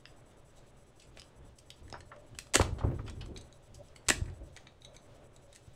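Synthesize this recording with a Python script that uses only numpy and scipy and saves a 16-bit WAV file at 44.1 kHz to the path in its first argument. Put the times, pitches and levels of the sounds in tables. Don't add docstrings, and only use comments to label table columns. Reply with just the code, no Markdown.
import sys
import numpy as np
from scipy import signal
from scipy.fft import rfft, irfft
from scipy.io import wavfile
from scipy.ndimage import uniform_filter1d

SR = 44100
rng = np.random.default_rng(int(sys.argv[2]) if len(sys.argv) > 2 else 0)


def store_pcm(level_fs):
    pcm = np.round(np.clip(level_fs, -1, 1) * 32767).astype(np.int16)
    wavfile.write(sys.argv[1], SR, np.atleast_2d(pcm).T)


N = 253575
SIZE = 16384
HZ = np.fft.rfftfreq(SIZE, 1 / SR)


def amp(db):
    return 10 ** (np.asarray(db) / 20)


def evened(x):
    return x / np.sqrt(np.mean(x ** 2) + 1e-20)


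def read(points, hz):
    f, value = np.transpose(points)
    return np.interp(np.log(hz + 1), np.log(f + 1), value)


def add(mix, s, sound):
    part = mix[round(s * SR):][:len(sound)]
    part += sound[:len(part)]


def noise(colour):
    hz = np.fft.rfftfreq(N, 1 / SR)
    spectrum = rfft(rng.standard_normal(N)) * amp(read(colour, hz))
    return evened(irfft(spectrum, N))


def drift(rate_hz):
    hz = np.fft.rfftfreq(N, 1 / SR)
    spectrum = rfft(rng.standard_normal(N)) / (1 + (hz / rate_hz) ** 2)
    return evened(irfft(spectrum, N))


def causal(db):
    log_gain = np.log(amp(np.maximum(db, -100)))
    circle = np.concatenate([log_gain, log_gain[-2:0:-1]])
    return np.exp(np.conj(signal.hilbert(circle)))[:len(db)]


def strike(decay_ms, response, even_hz, rise, grain_db):
    t = np.arange(SIZE) / SR
    age = t * 1000 / max(decay_ms, .3)
    clumps = evened(uniform_filter1d(rng.standard_normal(SIZE), size=50))
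    envelope = np.exp(-age) * (1 - np.exp(-age / rise))
    force = envelope * amp(grain_db * np.tanh(clumps))
    rattle = rfft(rng.standard_normal(SIZE) * force)
    power = uniform_filter1d(abs(rattle) ** 2, max(int(even_hz / HZ[1]), 1))
    flatten = causal(-10 * np.log10(abs(power) + 1e-9))
    sound = irfft(rattle * flatten * response)
    sound = sound * np.cos(np.pi / 2 * t / t[-1]) ** 2
    return sound / np.linalg.norm(sound)


# frequency in Hz, relative level in dB.
AIR_COLOUR = [(20, 7.5), (50, -8.5), (85, -9), (125, 4.5), (170, -8.5), (400, -6.5), (750, -12),
              (1400, -18), (3700, -29.5), (4700, -42.5), (9000, -34), (11500, -50), (15000, -57.5),
              (16500, -73.5)]


def air(level_db=-60.0, swell_db=1.47):
    return amp(level_db + swell_db * drift(3.7)) * noise(AIR_COLOUR)


# middle in seconds, half width (to 1/e) in seconds, level in dB.
DRONE_SWELLS = [(.59, 0.015, -63.5), (2.18, 0.065, -63.5), (3.81, 0.018, -56.5), (4.421, 0.11, -69),
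                (4.91, .03, -57), (5.19, 0.12, -62.5), (5.479, 0.045, -64)]


def drone(between_db=-72.5, waver_db=2.0):
    t = np.arange(N) / SR
    hum = noise([(300, -34.0), (460, -12.0), (575, 9), (700, -5.5), (1050, -24.5), (1500, -57)])
    level = amp(between_db)
    for s, width, db in DRONE_SWELLS:
        level = level + amp(db) * np.exp(-((t - s) / width) ** 2)
    return level * amp(waver_db * drift(0.73)) * hum


def rustle(level_db=-77, swing_db=3):
    skin = noise([(1000, -26.5), (2400, -3.5), (3600, -1), (4600, -6.5), (6500, -7.0), (11000, -22.5)])
    return amp(level_db + swing_db * drift(8)) * skin


# frequency in Hz, level in dB while switched on.
WHINE_TONES = [(5960, -83.5), (8000, -76), (10000, -80.5), (12000, -92.5), (14000, -94)]


def whine(duty=0.47, fuzz_rad=0.55, hiss_db=-77):
    first_s, period_s = .09, .0993
    pause_start_s, pause_end_s = 4.61, 4.8
    t = np.arange(N) / SR
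    turns = (t - first_s) / period_s + 0.1 * drift(6.9)
    pulsing = abs((turns + .5) % 1 - .5) < duty / 2
    on = pulsing & ((t < pause_start_s) | (t > pause_end_s))
    tones = np.zeros(N)
    for hz, db in WHINE_TONES:
        phase = 2 * np.pi * hz * t + fuzz_rad * drift(120)
        tones += amp(db) * np.sqrt(2) * np.cos(phase) * (1 + 0.17 * drift(60))
    hiss = amp(hiss_db) * noise([(2000, -14.0), (5500, 1), (8000, 3.5), (10000, -3.5), (12000, -10.0), (15000, -17)])
    gate = uniform_filter1d(1. * on, size=300)
    return gate * (tones + hiss)


# start in seconds, length before release in seconds, effort in dB.
ARM_MOVES = [(1.033, 0.11, -53), (1.366, 0.1, -50.5), (1.79, 0.27, -50), (2.302, 0.023, -48.5),
             (2.54, 0.41, -36.5), (2.811, 0.58, -35.5), (3.684, 0.14, -51.5), (4.071, 0.22, -38.5),
             (4.386, 0.045, -47)]


def effort(attack_s=.025, sag_db_per_s=22.5, release_s=0.11, tremor_db=-64):
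    t = np.arange(N) / SR
    power = amp(tremor_db) ** 2
    for start, length, db in ARM_MOVES:
        age = np.maximum(t - start, 0)
        attack = np.minimum(age / attack_s, 1)
        release = np.exp(-np.maximum(age - length, 0) / release_s)
        power = power + (attack * release * amp(db - sag_db_per_s * age)) ** 2
    return np.sqrt(power)


# frequency in Hz, relative level in dB.
SHAKE_COLOUR = [(12, -46.5), (20, -6.5), (48, 0.5), (91, -1.5), (130, -3.5), (165, -17), (203, -13),
                (261, -16), (400, -17.5), (520, -39.5), (880, -120)]
# frequency in Hz, relative level in dB.
RUB_COLOUR = [(100, -16.5), (190, -2.5), (300, 3), (600, 0.5), (1100, -9.5), (2000, -16.5), (5000, -42)]


def handling(shake_db=-1.0, rub_db=-17, uneven_db=4.5, firm_db=-36, grip=0.46):
    push = effort()
    shake = amp(shake_db) * noise(SHAKE_COLOUR)
    firmness = (push / amp(firm_db)) ** grip
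    rub = firmness * amp(rub_db + uneven_db * drift(40)) * noise(RUB_COLOUR)
    return push * (shake + rub)


# start in seconds, energy in dB, decay in ms, centre in Hz.
KNOCKS_AND_RUB = [(1.9267, -19, 1.7, 630), (1.939, -14.5, 19.5, 1050), (2.115, -19.5, 15, 1200),
                  (2.5438, -4.5, 8.4, 800), (2.5565, -0.5, 5.6, 404), (2.5958, -2.5, 5.6, 1000),
                  (2.5965, 2.5, 4.8, 367), (2.601, 4.5, 8.6, 80.5), (2.6106, -3.5, 8.6, 870),
                  (2.628, -22, 9, 272), (2.721, -1.5, 4.4, 68), (2.783, -22, 18, 1000),
                  (2.808, -15.5, 8.8, 860), (2.835, -10.5, 13.6, 700), (2.841, 3.5, 15.4, 91),
                  (2.846, -3, 22, 320), (2.917, -13, 11, 337), (2.991, -7, 8.4, 86.4),
                  (2.991, -21.5, 10, 1070), (3.079, -28, 12, 1310), (3.217, -28.5, 18, 1160),
                  (3.285, -13.5, 49, 300), (4.104, -4, 2.2, 430), (4.213, 0.5, 9.3, 74.4),
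                  (4.277, -30, 21, 1480), (5.677, -21, 4.8, 88)]


def knocks_and_rub():
    out = np.zeros(N)
    for s, db, decay_ms, hz in KNOCKS_AND_RUB:
        ratio = (HZ + 1) / hz
        hump_db = -10 * np.log10(1 + (.6 / ratio) ** 4 + (ratio / 1.35) ** 8)
        add(out, s, amp(db) * strike(decay_ms, causal(hump_db), even_hz=hz, rise=0.048, grain_db=2))
    return out


def ringing(modes):
    response = 0
    for hz, width, db in modes:
        response = response + amp(db) * 1j * HZ * width / (hz ** 2 - HZ ** 2 + 1j * HZ * width)
    return response


# frequency in Hz, relative level in dB.
STEEL_CLICK = [(100, -26.5), (500, -2.5), (1200, -2), (2600, 1.5), (5000, 0.5), (9000, -7), (10500, -10.5),
               (16000, -28.5)]


def contact(db, decay_ms, tilt_db, rings, uneven_db=3.0, pressed_db=-15, spread_s=.0003, hardness=0.27):
    octaves = np.log2((np.minimum(HZ, 8000) + 500) / 3500)
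    travel = np.exp(-4j * np.pi * spread_s * np.sqrt(HZ * 3000))
    spot = evened(signal.fftconvolve(rng.standard_normal(len(HZ)), np.hanning(SIZE // 48), "same"))
    ripple_db = uneven_db * spot * (db < pressed_db)
    top = np.interp(HZ, [9500, 12000], [0, 1])
    top_db = hardness * (db - pressed_db) * top
    click = causal(read(STEEL_CLICK, HZ) + tilt_db * octaves + ripple_db + top_db)
    response = click * (1 + rings) * travel
    return amp(db) * strike(decay_ms, response, even_hz=1590, rise=0.18, grain_db=7.0)


# frequency in Hz, width in Hz, relative level in dB.
BODY_MODES = [(1900, 330, -1)]
PIN_MODES = [(2830, 1100, 2.1), (4800, 750, -4)]
WRENCH_MODES = [(2320, 190, -8), (3870, 180, 0.5), (6180, 640, -12)]
BLADE_MODES = [(6570, 300, -14.5), (7760, 940, -0.5), (9000, 290, -19)]
# start in seconds, energy in dB, rattle decay in ms,
# tilt in dB per octave, part touched, ring of that part in dB.
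TOUCHES = [(0.055, -23.5, 0.94, -6.5, "pins", 23), (0.566, -35.5, 24, 3, "wrench", 9),
           (0.995, -32, 12, 8.5, "pins", 14), (1.017, -31.5, 21, 7, "pins", 14),
           (1.1714, -25, 3.3, -6, "pins", 1), (1.182, -30.5, 9.3, -5.5, "pins", -8),
           (1.1952, -24.5, 3.7, 8.5, "pins", 16), (1.218, -27.5, 0.92, -1.5, "pins", -3),
           (1.584, -30, 7.2, 8, "pins", 3), (1.7033, -21.5, 1.2, 3, "pins", 8),
           (1.879, -35, 1.6, 0, "body", 20), (1.9002, -30, 1.3, -6.5, "blade", 15),
           (1.9253, -21.5, 1.2, 3, "pins", 36), (2.0051, -27.5, 2.1, -4, "body", 1),
           (2.16, -29.5, 5.3, -10, "blade", 14), (2.3476, -32, 4.8, -6, "blade", 4),
           (2.387, -13, 1.34, 3, "body", 9.5), (2.469, -34.5, 1.8, -6, "blade", 5),
           (2.612, -8, 0.55, -6, "body", 0), (2.615, -8.5, 2.4, -4, "blade", -11),
           (2.645, -17, 22, -15.5, "pins", 1), (2.784, -25.5, 15, -6, "pins", -8),
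           (3.0637, -31.5, 6.6, -7, "pins", 23), (3.0761, -22.5, 10.6, -6, "pins", 9),
           (3.097, -26, 4.2, -3, "blade", 8), (3.208, -21.5, 9.5, -3.5, "pins", 10),
           (3.26, -29.5, 1.8, -6.5, "blade", 8), (3.361, -23, 3.9, -6, "wrench", 33),
           (3.373, -23, 2.3, 1.5, "wrench", 12), (3.409, -31, 5.7, 14, "wrench", 25),
           (3.526, -33.5, 0.94, 8, "wrench", 30), (3.743, -29, 10, 20.5, "pins", 34),
           (3.8843, -39.5, 1.9, 11.5, "pins", 28), (3.96, -27, 3.4, 1.5, "body", 9),
           (4.0616, -32, 15, -4.5, "body", 2), (4.2567, -33, 5.4, -2, "body", 5),
           (4.298, -40, 2.5, -3, "pins", -8), (4.5638, -24.5, 2.1, -2, "wrench", 11),
           (4.571, -25, 2.3, 0.5, "body", 21), (4.669, -26.5, 2.9, -8.5, "wrench", 39),
           (4.8183, -31.5, 2.2, .5, "wrench", 34), (4.8475, -23.5, 3.9, 5, "wrench", 37),
           (4.9423, -34.5, 9.8, -1, "body", 8), (4.9644, -28, 2.6, 8, "wrench", 37),
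           (5.3619, -33.5, 3.5, 6, "wrench", 7), (5.5264, -32, 6.4, 1, "body", -3.5),
           (5.546, -30, 13, 2, "body", 0.5), (5.5606, -28.5, .66, 7, "body", 18)]


def pick(blade_db=3):
    out = np.zeros(N)
    parts = {"body": BODY_MODES, "pins": PIN_MODES, "wrench": WRENCH_MODES, "blade": BLADE_MODES}
    blade = amp(blade_db) * ringing(BLADE_MODES)
    for s, db, decay_ms, tilt_db, part, ring_db in TOUCHES:
        rings = blade + amp(ring_db) * ringing(parts[part])
        add(out, s, contact(db, decay_ms, tilt_db, rings))
    return out


# start in seconds, energy in dB,
# rattle decay in ms (0.3 at least is played), ring of the lock body in dB.
SNAPS = [(2.5373, -11, 1.1, -12), (2.542, 0, 5.4, -7.5), (2.553, 0, 0.9, -8), (2.5561, 5.5, 0.67, 12),
         (4.085, -3.5, 0.97, -15.5), (4.0889, 2, 2.1, -9), (4.1, 0, 0.27, -9), (4.1032, 3, 0.83, 21)]


def zips(tilt_db_per_octave=-3, pins_db=-7, blade_db=18.5):
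    out = np.zeros(N)
    tools = amp(pins_db) * ringing(PIN_MODES) + amp(blade_db) * ringing(BLADE_MODES)
    for s, db, decay_ms, body_db in SNAPS:
        rings = tools + amp(body_db) * ringing(BODY_MODES)
        add(out, s, contact(db, decay_ms, tilt_db_per_octave, rings))
    return out


# frequency in Hz, time to fall by 60 dB in seconds.
ROOM_T60 = [(100, 0.39), (500, 0.54), (2000, 0.2), (4500, 0.27), (8000, 0.25), (15000, .16)]
# frequency in Hz, relative level in dB.
ROOM_COLOUR = [(100, -2), (500, -10), (1500, -1.5), (4000, 2), (8000, -3.5), (15000, 6)]
# delay in seconds, level in dB.
DESK_ECHOES = [(.0019, -43), (.0052, -18), (.0074, -24), (0.0114, -16)]


def room(x, wet_db, build_s=0.0025):
    t = np.arange(SR // 2) / SR
    hz, when, bands = signal.stft(rng.standard_normal(len(t)), SR, nperseg=256)
    start_db = read(ROOM_COLOUR, hz)[:, None]
    fall_db = 60 * when / read(ROOM_T60, hz)[:, None]
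    tail = signal.istft(bands * amp(start_db - fall_db), SR, nperseg=256)[1][:len(t)]
    tail = tail * (1 - np.exp(-t / build_s))
    response = amp(wet_db) * tail / np.linalg.norm(tail)
    for delay, db in DESK_ECHOES:
        add(response, delay, amp([db]))
    return x + signal.fftconvolve(x, response)[:N]


def scene():
    floor = air() + drone() + rustle() + whine()
    touches = room(pick(), wet_db=-5.5)
    zips_and_knocks = room(zips() + knocks_and_rub(), wet_db=-6.5)
    return (floor + handling() + touches + zips_and_knocks)[None]


def record(dry):
    lowpass = signal.firwin(511, 15900, window=("kaiser", 9), fs=SR)
    return signal.oaconvolve(dry, lowpass[None], "same")


dry = scene()
out = record(dry)
store_pcm(out)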